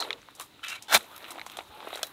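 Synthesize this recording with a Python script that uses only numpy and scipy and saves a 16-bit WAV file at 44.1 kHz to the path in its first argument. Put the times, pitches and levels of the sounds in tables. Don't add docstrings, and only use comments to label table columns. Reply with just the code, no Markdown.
import sys
import numpy as np
from scipy import signal
from scipy.fft import rfft, irfft
from scipy.io import wavfile
from scipy.ndimage import uniform_filter1d

SR = 44100
rng = np.random.default_rng(int(sys.argv[2]) if len(sys.argv) > 2 else 0)


def put_to_file(sound):
    columns = np.atleast_2d(sound).T
    safe = np.clip(columns, -1, 1)
    whole_steps = np.round(safe * 32767)
    wavfile.write(sys.argv[1], SR, whole_steps.astype(np.int16))


def boost(x):
    u = np.asarray(x, float) / 20
    return 10 ** u


N = 93492
SECONDS = np.arange(N) / SR


def rms_one(x):
    return x / np.sqrt(np.mean(x ** 2) + 1e-20)


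def curve_db(rows):
    rows = np.array(rows)
    return np.interp(SECONDS, rows[:, 0], rows[:, 1], left=-150, right=-150)


def colour(x, spectrum):
    hz, db = np.transpose(spectrum)
    grid = np.maximum(np.arange(2049) * SR / 4096, 5)
    log_gain = np.log(boost(np.interp(np.log(grid), np.log(hz), db)))
    cepstrum = irfft(log_gain)
    cepstrum[1:2048] *= 2
    cepstrum[2049:] = 0
    response = irfft(np.exp(rfft(cepstrum)))
    return signal.fftconvolve(x, response)[:len(x)]


def cut(x, order, hz, kind):
    return signal.sosfilt(signal.butter(order, hz, kind, fs=SR, output="sos"), x)


def resonate(x, hz, width_hz):
    r = np.exp(-np.pi * width_hz / SR)
    poles = [1, -2 * r * np.cos(2 * np.pi * hz / SR), r * r]
    return signal.lfilter([(1 - r * r) / 2, 0, (r * r - 1) / 2], poles, x + 1e-18)


def resonate_twice(x, hz, width_hz):
    return resonate(resonate(x, hz, width_hz), hz, width_hz)


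def drift(rate_hz):
    r = np.exp(-2 * np.pi * rate_hz / SR)
    return rms_one(signal.lfilter([1], [1, -2 * r, r * r], rng.standard_normal(N + SR))[SR:])


def grains(per_s, spread_db):
    sizes = boost(spread_db * np.minimum(rng.exponential(1, N), 4)) * rng.choice([-1, 1], N)
    return sizes * (rng.random(N) < per_s / SR)


def struck(start_s, hz, db, t60_s):
    t = np.maximum(SECONDS - start_s, 0)
    return boost(db - 60 * t / t60_s) * np.sin(2 * np.pi * hz * t)


# frequency in Hz, level in dB per Hz.
HUM = [(12, -77), (20, 7), (213, 1.5), (315, 5.5), (484, -7), (1200, -19), (1560, -34), (2640, -120)]
# frequency in Hz, level in dB per Hz.
AIR = [(530, -32), (900, -14), (2070, -0.5), (2220, -2), (3860, -0.5), (5610, -9.5), (14000, -16),
       (16000, -9.5)]
HUM_DB, AIR_DB = -63.5, -61.5


def garden():
    hum, air = (rms_one(colour(rng.standard_normal(N + SR), c)[SR:]) for c in (HUM, AIR))
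    return boost(HUM_DB + 0.19 * drift(17)) * hum + boost(AIR_DB + 0.15 * drift(35)) * air


# time in seconds, crunch level in dB.
SHUFFLE = [(0, -35.5), (.06, -42), (.17, -58), (.36, -59), (.41, -45), (.48, -63), (.62, -59.5),
           (.85, -58.5), (1.0, -46.5), (1.08, -54), (1.25, -47.5), (1.45, -53.5), (1.6, -48.5),
           (1.66, -57.5), (1.8, -49.5), (1.95, -43), (2.12, -54)]
# frequency in Hz, level in dB per Hz.
CRUNCH = [(88, -42), (150, -4.5), (805, 3), (1310, 2), (1660, -4), (3620, -3.5), (4860, -19.5),
          (12900, -20), (16000, -47)]
GRAINS_PER_S, GRAIN_SPREAD_DB, GRAIN_CYCLES, PATCH_DB = 3500, 3.2, 6.1, 3.5


def gravel():
    clicks = grains(GRAINS_PER_S * boost(2.6 * drift(29)), GRAIN_SPREAD_DB)
    pitches = np.geomspace(250, 14000, 20)
    dealt = rng.integers(0, 20, N)
    rings = 0
    for k, hz in enumerate(pitches):
        patch = boost(PATCH_DB * drift(9.5))
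        hits = clicks * (dealt == k) + boost(-20) * rng.standard_normal(N)
        rings = rings + patch * resonate(resonate(hits, hz, 2.0 * hz / GRAIN_CYCLES), hz, hz / 2)
    return boost(curve_db(SHUFFLE)) * rms_one(colour(rings, CRUNCH))


# start in seconds, length in seconds, pitch in Hz, width in Hz, level in dB.
RUBS = [
    (1.69, 0.2, 850, 55, -53),
    (1.3, 0.105, 334, 130, -54.5),
    (-.04, 0.087, 4150, 460, -39),
    (-.1, 0.306, 445, 200, -49.5),
    (0.63, 0.087, 1800, 110, -54.5),
    (1.26, 0.18, 820, 380, -51.5),
]


def rubbing():
    out = 0
    for start_s, length_s, hz, width_hz, db in RUBS:
        across = (SECONDS - start_s) / length_s * 2 - 1
        hold = np.clip(1 - across ** 4, 0, 1)
        rub = resonate_twice(rng.standard_normal(N), hz, width_hz)
        out = out + boost(db + 2 * drift(30)) * hold * rms_one(rub)
    return out


# start in seconds, peak in dB, t60 in seconds, centre in Hz.
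SPRAYS = [(0.0004, -19.5, 0.15, 4600), (0.071, -36, 0.04, 7500), (0.349, -36, 0.21, 7450),
          (0.3954, -24, 0.21, 11300), (0.407, -23, 0.13, 7600), (0.6815, -19, 0.16, 5100),
          (0.822, -26.5, 0.12, 5800), (0.972, -19, 0.14, 8750), (1.0048, -41, 0.056, 9000),
          (1.025, -38, 0.04, 9000), (1.042, -35.5, 0.046, 6030), (0.304, -45.5, 0.044, 8500),
          (1.883, -33, 0.08, 12700), (1.935, -30.5, 0.16, 9100), (1.1606, -38, 0.11, 13200),
          (1.1769, -34, 0.11, 13200), (1.279, -34, 0.2, 13400), (1.3027, -26, 0.13, 7700),
          (1.316, -31.5, 0.13, 13500), (1.4618, -25, 0.1, 5900), (1.496, -36, 0.15, 5760),
          (1.5163, -36.5, 0.093, 14000), (1.5677, -35, 0.41, 7040), (1.9535, -29, 0.2, 6600),
          (2.0305, -21, 0.13, 12100), (2.0658, -28, 0.11, 13600)]
SPRAY_DB, SPRAY_OCTAVES, SPRAY_WIDE_DB, SPRAY_GRAINS_PER_S = -20, 1, 2, 6000
TICK_DB, TICK_T60_S = 5, .02
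KNOCK_LAG_S = .0015


def sand():
    out, t = np.zeros(N + SR), np.arange(8000) / SR
    lumps = boost(3.5 * drift(120))
    shape = (len(SPRAYS), 8000)
    noise = rng.standard_normal(shape) * (rng.random(shape) < SPRAY_GRAINS_PER_S / SR)
    for (start_s, db, t60_s, hz), n in zip(SPRAYS, noise):
        peak = resonate_twice(n, hz, SPRAY_OCTAVES * hz)
        hiss = rms_one(peak) + boost(SPRAY_WIDE_DB) * rms_one(resonate(n, 4700, 7300))
        tick = 1 + boost(TICK_DB - 60 * t / TICK_T60_S)
        dying = boost(db + SPRAY_DB - 60 * t / max(t60_s, .005)) * np.minimum(t / 0.00084, 1)
        i = int((start_s + KNOCK_LAG_S) * SR)
        out[i:i + 8000] += tick * dying * rms_one(hiss) * lumps[i % 9000:][:8000]
    return out[:N]


# start in seconds, peak in dB, low mode in Hz,
# high mode in Hz, share of the high mode in dB.
PEBBLES = [(0.0230, -12, 1320, 3300, -5), (0.1045, -12, 2300, 3300, -3), (0.1278, -18, 2800, 3700, -2),
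           (0.048, -26, 900, 3720, -16), (0.0515, -29, 900, 3720, -20), (0.109, -27, 1250, 3340, -20),
           (0.135, -33, 600, 3300, -2), (0.216, -40, 2090, 6100, -3), (0.228, -38, 1540, 2300, -4),
           (0.285, -33, 980, 2200, -15), (0.398, -24, 1170, 2940, -9), (0.409, -31, 2100, 7500, -3),
           (0.592, -38, 1330, 2600, -4), (0.933, -12, 900, 3500, -5), (0.9625, -13, 900, 2400, -8),
           (0.971, -12, 870, 3900, -8), (1.006, -32, 2000, 3920, -6), (1.041, -37, 660, 2210, -4),
           (1.113, -36, 680, 3530, -4), (1.145, -35, 1300, 2390, -8), (1.177, -37, 1320, 3650, -6),
           (1.204, -38, 1820, 3640, -6),
           (1.242, -26.5, 1660, 2950, -3), (1.249, -29.5, 2600, 3460, -11), (1.305, -29, 860, 4040, -3),
               (1.315, -31, 1180, 2800, -19), (1.355, -28, 820, 2240, -25), (1.378, -24, 750, 3660, -21),
               (1.384, -24.5, 1190, 2170, -5), (1.394, -24.5, 2160, 3800, -5),
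               (1.413, -22, 2200, 4100, -7.5), (1.463, -23, 1000, 2080, -10), (1.497, -32, 1100, 3300, 2),
               (1.516, -34, 1210, 3320, 2), (1.544, -48, 960, 3700, 2), (1.569, -25, 721, 3300, -1),
               (1.586, -17.5, 737, 2480, -10), (1.589, -27, 1190, 3850, -2.5),
           (1.605, -29.5, 780, 2330, -6), (1.803, -28, 1080, 4070, -23),
                (1.827, -28.5, 950, 3570, -26), (1.845, -28.5, 540, 3920, -39), (1.87, -21, 434, 1130, -7),
                (1.874, -23.5, 700, 1300, -6), (1.904, -24.5, 1240, 3300, -35),
                (1.928, -19.5, 700, 2120, -8), (1.955, -22, 635, 4070, -7.5),
                (1.972, -25, 1500, 3260, -4.5), (1.991, -23.5, 800, 2560, -6)]
PEBBLE_CYCLES, PEBBLE_T60_S = 4.5, .005
CRACK_DB, CRACK_T60_S, CRACK_WIDTH_HZ = -15, .005, 3000
SETTLE_DB, SETTLE_T60_S = -22, .045


def pebbles():
    rows = PEBBLES
    out, t = np.zeros(N + SR), np.arange(4000) / SR
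    noise = rng.standard_normal((len(rows), 4000))
    for (start_s, db, low_hz, high_hz, high_db), n in zip(rows, noise):
        share = np.clip(boost(high_db), 0, 1)
        tone = 0
        for gain, hz in ((np.sqrt(1 - share ** 2), low_hz), (share, high_hz)):
            onset = np.sin(np.pi / 2 * np.minimum(t * hz * 1.35, 1)) ** 2
            fade = boost(-60 * t / (PEBBLE_T60_S + PEBBLE_CYCLES / hz))
            tone = tone + gain * np.sin(2 * np.pi * hz * t) * fade * onset
        dying = boost(CRACK_DB - 60 * t / CRACK_T60_S) + boost(SETTLE_DB - 60 * t / SETTLE_T60_S)
        dying = dying * np.minimum(t * high_hz, 1) ** 2
        grit = resonate(colour(n ** 3, CRUNCH), high_hz / 2, CRACK_WIDTH_HZ)
        grit = resonate(grit, high_hz / 2, 2 * CRACK_WIDTH_HZ)
        grit = grit + 2 * resonate(n, low_hz, low_hz / 4) + 2 * share * resonate(n, high_hz, high_hz / 5)
        i = int((start_s + KNOCK_LAG_S) * SR)
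        out[i:i + 4000] += boost(db) * (tone + dying * rms_one(grit))
    return cut(out[:N], 4, 280, "high")


# time in seconds, level in dB.
STROKES = [
    [(.630, -48), (.637, -37), (.640, -32.5), (.654, -38), (.658, -39.5), (.678, -40.5), (.69, -37.5),
     (.70, -61)],
    [(.680, -57), (.684, -42), (.70, -40), (.728, -34.5), (.74, -40), (.765, -41), (.770, -48.5),
     (.785, -48.5), (.812, -77)],
    [(.882, -47), (.887, -42), (.912, -31), (.932, -19.5), (.939, -19), (.95, -11), (.962, -18.5),
     (.975, -29.5), (.992, -65)],
]
# pitch in Hz, width in Hz, level in dB touching, in dB sliding, in dB driven.
BLADE = [(805, 240, -28, -22, -1.5), (1333, 11.6, 11, 9.5, 8), (1500, 120, -29, -8, 0),
         (1657, 14, 2, -10, -17), (2030, 24, -13, -20, -17), (2305, 71, 1, 11.5, -0.5),
         (2590, 72, -4, -4, 5.5), (2750, 22, -16, 14, -17), (3007, 49, 3, -2, -6), (3526, 80, -6, -9, 4.5),
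         (3720, 30, -4.5, -5, -2), (4100, 64, -12, -0.5, 2.5)]
# frequency in Hz, level in dB per Hz.
RASP_SLIDE = [(180, -61), (300, -32), (546, -16.5), (1300, -3.5), (1930, -8), (2700, -4), (4750, -17.5),
              (11900, -21.5), (16000, -31)]
RASP_DRIVE = [(88, -51), (150, -24), (624, -19.5), (1040, -6), (1340, -5.5), (2140, -13.5), (4160, -14.5),
              (4760, -10), (16000, -12.5)]
RING_DB = [
    3,
    0,
    1,
]
SCRAPES_PER_S, SCRAPE_SPREAD_DB, CATCH_DB, BLADE_PATCH_DB = 6000, 3.3, 2.2, 3.5
BRIGHT_HZ, BRIGHT_FOLLOWS = 4800, .35


def blade():
    out = 0
    for j, (stroke, rasp) in enumerate(zip(STROKES, (RASP_SLIDE, RASP_SLIDE, RASP_DRIVE))):
        scrapes = grains(SCRAPES_PER_S, SCRAPE_SPREAD_DB) * boost(CATCH_DB * drift(150))
        rings = 0
        for k, (hz, width_hz, *db) in enumerate(BLADE):
            patch = boost(db[j] + BLADE_PATCH_DB * drift(24))
            rings = rings + patch * resonate(scrapes, hz, width_hz) * (-1) ** k
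        body = rms_one(colour(scrapes, rasp)) + boost(RING_DB[j]) * rms_one(rings)
        force_db = curve_db(stroke)
        high = cut(body, 2, BRIGHT_HZ, "high")
        low = cut(body, 2, BRIGHT_HZ, "low")
        body = low - high * boost(BRIGHT_FOLLOWS * (force_db - force_db.max()))
        power = uniform_filter1d(body ** 2, size=900)
        out = out + boost(force_db) * body / np.sqrt(power + 1e-12)
    return out


# start in seconds, peak in dB, pitch in Hz.
THUDS = [
    (0.958, -32.5, 220),
    (0.963, -46, 70.5),
    (1.693, -49, 74.4),
]


def thuds():
    return sum(struck(start_s, hz, db, 0.094) for start_s, db, hz in THUDS)


# time in seconds, level in dB.
TRICKLE = [(0.96, -61), (1.124, -59), (1.27, -59), (1.35, -63), (1.408, -70), (1.5, -60), (1.63, -66),
           (1.824, -66), (1.95, -56), (2.12, -60)]
TRICKLES_PER_S, TRICKLE_HZ, TRICKLE_WIDTH_HZ, TRICKLE_DB = 8000, 13000, 8000, -3


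def trickle():
    fine = grains(TRICKLES_PER_S * boost(2 * drift(40)), 2.5)
    speckle = resonate_twice(fine, TRICKLE_HZ, TRICKLE_WIDTH_HZ)
    return boost(curve_db(TRICKLE) + TRICKLE_DB) * rms_one(speckle)


# pitch in Hz, level in dB, t60 in seconds.
CLACK = [(653, -9.5, 0.032), (1300, -10, 0.028), (1610, -14, 0.033), (2520, -14, 0.035),
         (3040, -10.5, 0.034), (3380, -8, 0.046), (3650, -18, .06), (3930, -27.5, 0.24), (4340, -10, 0.036),
         (5000, -15, .04), (5490, -9, 0.029), (6060, -7.5, 0.02), (6670, -16, 0.056)]
CLACK_AT_S, CLACK_DB, CLACK_DAMP = 2.0308, -17, 0.73
SNAP_DB, SNAP_T60_S = -18.5, 0.0044


def clack():
    modes = sum(struck(CLACK_AT_S, hz, CLACK_DB + db, CLACK_DAMP * t60_s) * (-1) ** k
                for k, (hz, db, t60_s) in enumerate(CLACK))
    since = SECONDS - CLACK_AT_S
    fade = (since >= 0) * boost(SNAP_DB - 60 * np.maximum(since, 0) / SNAP_T60_S)
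    return cut(modes + fade * rng.standard_normal(N), 4, 400, "high")


def scene():
    hard = blade() + gravel() + pebbles() + clack() + thuds()
    soft = rubbing() + sand() + garden() + trickle()
    return (hard + soft)[None]


def roll_off(x):
    return signal.sosfilt(signal.butter(12, 16510, fs=SR, output="sos"), x)


MIC_HZ, MIC_WIDTH_HZ, MIC_DB = 3900, 910, -3.5
TOP = .72


def record(dry):
    x = dry + boost(MIC_DB) * resonate_twice(dry, MIC_HZ, MIC_WIDTH_HZ)
    x = TOP * np.tanh(x / TOP)
    x = signal.sosfilt(signal.cheby2(12, 40, 16100, fs=SR, output="sos"), x)
    x = cut(x, 2, 55, "high")
    return roll_off(x)


dry = scene()
out = record(dry)
put_to_file(out)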